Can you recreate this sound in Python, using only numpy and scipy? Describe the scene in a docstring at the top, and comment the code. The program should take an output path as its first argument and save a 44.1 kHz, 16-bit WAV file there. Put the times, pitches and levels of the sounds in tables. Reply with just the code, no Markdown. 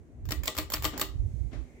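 """A ceiling fan runs in a small room: air hums faintly and the draught buffets a close microphone.
From 0.25 s to 1 s a hand tugs the bead chain six times. On each tug a few beads tick over the rim of
the switch housing, then the switch snaps, the chain rattles and the housing rings in its normal modes.
Near 1.2 s the draught peaks and single eddies strike the microphone. At 1.5 s the hand leaves the
chain with a soft rub, and a faint whirr grows until the end."""
import sys
import numpy as np
from scipy import signal
from scipy.fft import rfft, irfft
from scipy.io import wavfile
from scipy.ndimage import uniform_filter1d

SR = 44100
rng = np.random.default_rng(int(sys.argv[2]) if len(sys.argv) > 2 else 0)


def to_wav(sig):
    """Store sig (one row per channel, or 1-D mono) as 16-bit WAV at the path in sys.argv[1].

    Samples outside -1..1 are clipped; the rate is SR.
    """
    pcm = np.clip(np.atleast_2d(sig), -1, 1) * 32767
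    pcm = np.round(pcm).astype(np.int16)
    wavfile.write(sys.argv[1], SR, pcm.T)  # frames by channels


N = 79380
T = np.arange(N) / SR
FREQS = np.fft.rfftfreq(N, 1 / SR)
CONTACT_RISE_S = 0.00075

# Snaps of the switch: t/s, level/dB, treble/dB, left-right/dB, housing ring/dB, low modes/dB,
# rattle/dB, rattle decay/s
SWITCH_SNAPS = [(0.319,-9,3,3.5,3.5,3.5,0,0.0091),(.4780,-1,-27,-0.5,1.5,-9,3,0.0036),(.5850,-5,1.5,-0.5,4,2.5,4.5,0.016),
                (0.737,-3.5,-3,-2,-2,2,2,0.026),(0.851,-3,-8,2.5,3.5,3,3.5,0.015),(1.0139,-3.5,-14,-0.5,3,-5.5,1.5,0.015)]


def pull_switch():
    """Superposition: the direct sound of switch and chain adds to the echoes of ticks and snaps."""
    ticks, snaps = bead_ticks(), switch_snaps()
    reflections = room(undb(-0.5) * ticks + undb(-4.5) * snaps)
    return ticks + snaps + rattle() + clinks() + housing() + reflections


def switch_snaps():
    """Impulsive excitation: the switch snaps over, and so brief a force has a broad spectrum."""
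    spectrum = [(150, -35), (250, -15), (651, -22.5), (748, -21.5), (1200, -6), (1550, -24), (1950, -5.5),
                (2440, -16.5), (3120, -9), (6250, -18.5), (7840, -11.5), (9660, -23.5), (16000, -14)]  # f/Hz, level/dB
    return undb(-16.5) * impacts(SWITCH_SNAPS, spectrum, decay_s=0.0028, likeness=0.47)


def bead_ticks():
    """Impact sound: beads strike the rim of the housing one by one."""
    strikes = [(.2535,-19,-6.5,6),(.2885,-7,-13,5.5),(.3072,2,-13,-1),(.4342,-3,-9.5,-0.5),(.4560,-1.5,-8,-4),(.4728,-3.5,-1.5,3),
               (.5497,-9,-9,4),(.5668,-0.5,-17,1),(.5772,3.5,-6.5,-0.5),(.7008,-2,-12,-4.5),(.7200,-1,-4.5,4),(.7347,0,-3,-4),
               (.8228,-2,-9,1.5),(.8350,-3.5,-9,5),(.8428,4.5,-3.5,1),(.8560,-1,-10,-2),(.9770,-1,-9.5,-5.5),(.9960,2.5,-7,0.5),(1.0110,-3,3.5,-4.5)]  # t/s, level/dB, treble/dB, left-right/dB
    spectrum = [(400,0),(800,-1.5),(1200,0),(2000,-4.5),(3000,-8),(4400,-7),(5500,-7.5),(6300,-12.5),(7100,-1.5),(8600,-15),(10200,-14.5),(12000,-9.5),(14400,8.5),(16000,-2)]  # f/Hz, level/dB
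    return undb(-24.5) * impacts(strikes, spectrum, decay_s=0.0035, likeness=0.13)


def impacts(strikes, spectrum, decay_s, likeness):
    """Transients of metal contact: the bright crack peaks first, the lower body just after."""
    body_hz, treble_hz = 1426, 10240
    body = split(noise(0.93), body_hz)[0]
    bright = split(noise(likeness), body_hz)[1]
    mid, treble = split(bright, treble_hz)
    out = 0
    for start, db, treble_db, pan_db, *_ in strikes:
        crack = (mid + undb(treble_db) * treble) * burst(start, CONTACT_RISE_S, decay_s)
        knock = body * burst(start, 0.0014, decay_s)
        out = out + undb(db) * pan(pan_db) * (crack + knock)
    return colour(out, spectrum)


def housing():
    """Free vibration: each snap rings the damped normal modes of the housing, never twice alike."""
    normal_modes = [(145.4,-7.5,0.25),(305.8,1,0.2),(385.6,-10.5,0.4),(476,-3.5,0.13),(628.3,-0.5,0.12),(854,-8.5,0.15),(1048,-3,0.091),(1133,-4,0.092),(1202,-1.5,0.095),
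                    (1936,-8.5,0.2),(2116,-29,0.181),(2950,-12,0.21),(4540,4.5,0.029),(5770,0.5,0.027)]  # f/Hz, level/dB, T60/s
    hz, db, t60 = np.array(normal_modes).T[:, :, None]
    low_modes_hz, rise_s = 350, 0.0027
    age = T[:SR // 3]
    envelope = np.minimum(age / rise_s, 1) * np.exp(-np.log(1000) * age / t60)
    out = np.zeros(N)
    for start, snap_db, _, _, ring_db, low_db, *_ in SWITCH_SNAPS:
        scatter_db, phase, detune = rng.standard_normal((3, len(normal_modes), 1))
        amplitude = undb(db + scatter_db + low_db * (hz < low_modes_hz))
        modes = amplitude * np.sin(2 * np.pi * (hz * (1 + 0.0047 * detune) * age + phase))
        i = int(start * SR)
        out[i:i + len(age)] += undb(-35 + snap_db + ring_db) * (modes * envelope).sum(0)
    return out


def clinks():
    """Damped oscillators: each clink, set off by a snap or a bead strike, is one short-lived mode."""
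    modes = [(.3072,5470,-16),(0.321,5520,-4.5),(0.479,2273,-2),(0.738,4470,-2.5),(0.739,5490,0),(1.0143,3000,-3),(1.0147,7810,-2.5)]  # t/s, f/Hz, level/dB
    t60_s = 0.022
    phases = rng.random((len(modes), 2, 1))
    out = 0
    for (start, hz, db), phase in zip(modes, phases):
        envelope = burst(start, CONTACT_RISE_S, t60_s / np.log(1000))
        out = out + undb(db - 21) * np.sin(2 * np.pi * (hz * T + phase)) * envelope
    return out


def rattle():
    """Shot noise of colliding beads: the chain slips just before each snap and shakes on after it."""
    spectrum = [(250,6),(700,-0.5),(1200,8),(2800,2),(4600,3.5),(6200,-22),(7600,-19),(10000,-30),(15000,-7)]  # f/Hz, level/dB
    contacts_per_s, spread_db, lead_s = 2400, 2.5, 0.006
    contacts = (rng.random(N) < contacts_per_s / SR) * undb(spread_db * rng.exponential(size=N))
    grit = unit(uniform_filter1d(contacts, size=24)) * diffuse()
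    shake = sum(undb(db) * burst(start - lead_s, 2 * lead_s, decay)
                for start, *_, db, decay in SWITCH_SNAPS)
    return undb(-37.5) * colour(grit * shake, spectrum)


def room(x):
    """Reverberation: convolution with the dense reflections of a small room, whose treble dies first."""
    decay_times = [(250,0.3),(1000,0.35),(4000,0.29),(8000,0.21),(14000,0.14)]  # f/Hz, T60/s
    rest = diffuse()
    response = 0
    for hz, t60 in decay_times:
        band, rest = split(rest, hz * np.sqrt(2))
        fade = burst(start=0.0008, attack=0.00098, decay=t60 / np.log(1000))
        response = response + band * fade / np.sqrt(np.sum(fade ** 2))
    return signal.fftconvolve(x, response, axes=1)[:, :N]


def rubs():
    """Friction noise: the hand shifts and leaves the chain; a hollow resonance follows each rub."""
    strokes = [(.925,-38.5,0.015,0.025,-6),(0.955,-46,0.01,0.058,-3.5),(1.509,-54,0.0097,0.058,3),(1.528,-47.5,0.004,0.054,2.5)]  # t/s, level/dB, attack/s, decay/s, resonance/dB
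    spectrum = [(150,3),(300,6),(700,-3.5),(1500,-8.5),(4000,-17.5),(7000,-24),(10000,-38.5),(16000,-47)]  # f/Hz, level/dB
    lag_s = 0.0067
    swell = hollow = 0
    for start, db, attack, decay, hollow_db in strokes:
        swell = swell + undb(db) * burst(start, attack, decay)
        hollow = hollow + undb(db + hollow_db) * burst(start, attack + lag_s, decay)
    return colour(diffuse(), spectrum) * swell + resonance(hz=293, width_hz=57) * hollow


def draught():
    """Turbulent pressure: gusts from the blades rumble on the microphone ports, mostly the right one."""
    course = [(0,-45.5,-17),(.08,-58.5,15),(0.199,-40,6.5),(0.292,-35.5,-23),(.35,-38,9),(.4,-39.5,-23),(.48,-46.5,-14.5),(.54,-58.5,3),(.595,-35,-3.5),(.67,-46.5,5),
              (.77,-37,5),(.87,-35,6),(.94,-49,8),(1.12,-42,-11.5),(1.236,-27,-2.5),(1.31,-37.5,-14),(1.431,-36.5,-23),(1.505,-50,-21),(1.578,-43,-29),(1.68,-57,-24),(1.8,-56,4)]  # t/s, level/dB, left-right/dB
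    spectrum = [(15,-15.5),(30,-12.5),(52,6.5),(75,1),(120,-7.5),(200,-28),(400,-33),(800,-64.5),(2000,-75)]  # f/Hz, level/dB
    times, db, pan_db = np.array(course).T
    gust_db = unit(split(rng.standard_normal(N), hz=7.8)[0])
    rumble = unit(colour(noise(likeness=0.28) * undb(gust_db), spectrum))
    return rumble * undb(np.interp(T, times, db)) * pan(np.interp(T, times, pan_db))


def eddies():
    """Low pressure in a vortex core: each passing eddy is a smooth dip with a swell on either side."""
    passages = [(1.162,-28,78),(1.204,-25.5,56),(1.263,-29,69.4),(1.342,-31.5,95),(1.461,-38,105)]  # t/s, level/dB, centre f/Hz
    out = 0
    for centre, db, hz in passages:
        offset_squared = (np.pi * hz * (T - centre)) ** 2
        out = out + undb(db) * (2 * offset_squared - 1) * np.exp(-offset_squared)
    return out * pan(-14.5)


def air():
    """Broadband flow noise: moving air hums faintly, and its hiss swells a little."""
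    course = [(0,-59.5,2),(.25,-57.5,-1.5),(1.15,-57,7.5),(1.4,-57,9),(1.52,-58.5,8.5),(1.8,-56.5,5)]  # t/s, level/dB, treble/dB
    spectrum = [(120, -33), (200, -9), (240, -1), (548, -15), (623, -14), (1320, -30.5), (2050, -31.5),
                (2860, -40), (5130, -45), (6400, -38.5), (16000, -56.5)]  # f/Hz, level/dB
    times, db, treble_db = np.array(course).T
    hum, hiss = split(colour(diffuse(), spectrum), hz=3020)
    return (hum + hiss * undb(np.interp(T, times, treble_db))) * undb(np.interp(T, times, db))


def motor():
    """Narrow-band noise of the running fan: two faint low hums and a whirr that grows slowly."""
    hums = [(154,23,-65),(235.6,10.2,-69.5)]  # f/Hz, width/Hz, level/dB
    whirr_course = [(0,-85.5),(1.2,-80),(1.6,-74),(1.8,-66)]  # t/s, level/dB
    times, whirr_db = np.array(whirr_course).T
    hum = sum(undb(db) * resonance(hz, width_hz) for hz, width_hz, db in hums)
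    return hum + undb(np.interp(T, times, whirr_db)) * resonance(hz=2160, width_hz=530)


def resonance(hz, width_hz):
    """Resonance: diffuse noise confined to a band about one frequency, rms 1."""
    return unit(irfft(rfft(diffuse()) / (1 + 2j * (FREQS - hz) / width_hz) ** 2, N))


def diffuse():
    """Diffuse field: long waves are alike in both channels, short waves unrelated."""
    crossover_hz = 878
    return split(noise(0.72), crossover_hz)[0] + split(noise(0), crossover_hz)[1]


def noise(likeness):
    """Partial coherence: stereo white noise whose channels share this fraction of their power."""
    draw = rng.standard_normal((3, N))
    return np.sqrt(likeness) * draw[0] + np.sqrt(1 - likeness) * draw[1:]


def colour(x, spectrum):
    """Minimum-phase filter of unit power with the given spectrum, falling away below its first point."""
    roll_off = 1 + (spectrum[0][0] / 2 / np.maximum(FREQS, 1)) ** 2
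    gain = undb(along(spectrum, FREQS)) / roll_off
    cepstrum = irfft(np.log(unit(gain)), N)
    cepstrum[1:N // 2] *= 2  # folding onto positive time makes the filter causal
    cepstrum[N // 2 + 1:] = 0
    return irfft(rfft(x) * np.exp(rfft(cepstrum)), N)


def split(x, hz):
    """Complementary filters: the parts below and above a frequency."""
    low = irfft(rfft(x) / (1 + (FREQS / hz) ** 8), N)
    return low, x - low


def burst(start, attack, decay):
    """Exponential decay after a linear rise; times in seconds."""
    age = T - start
    return np.clip(age / attack, 0, 1) * np.exp(-np.maximum(age - attack, 0) / decay)


def along(points, hz):
    """Interpolation of (f/Hz, value) points on a logarithmic frequency axis."""
    f, values = np.array(points).T
    return np.interp(np.log(np.maximum(hz, 1)), np.log(f), values)


def pan(db):
    """Intensity stereo: left and right gains for a level difference."""
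    return undb(np.array([[1], [-1]]) * db / 2)


def unit(x):
    """Normalisation to rms 1."""
    return x / np.sqrt(np.mean(x ** 2))


def undb(db):
    """Amplitude ratio of a level in decibels."""
    return 10 ** (np.asarray(db) / 20)


def scene():
    """Superposition: switch and hand, a little to the left, over the running fan and its moving air."""
    balance = [(300,-3),(600,0.5),(1100,3),(2200,7),(4500,4.5),(8000,-3.5),(14000,-5)]  # f/Hz, left-right/dB
    switch_and_hand = irfft(rfft(pull_switch() + rubs()) * pan(along(balance, FREQS)), N)
    return switch_and_hand + draught() + eddies() + air() + motor()


def record(dry):
    """Band limiting: a steep elliptic low-pass cuts the highest treble."""
    cutoff_hz = 16050
    return signal.sosfilt(signal.ellip(10, .2, 80, cutoff_hz, fs=SR, output="sos"), dry)


dry = scene()
out = record(dry)
to_wav(out)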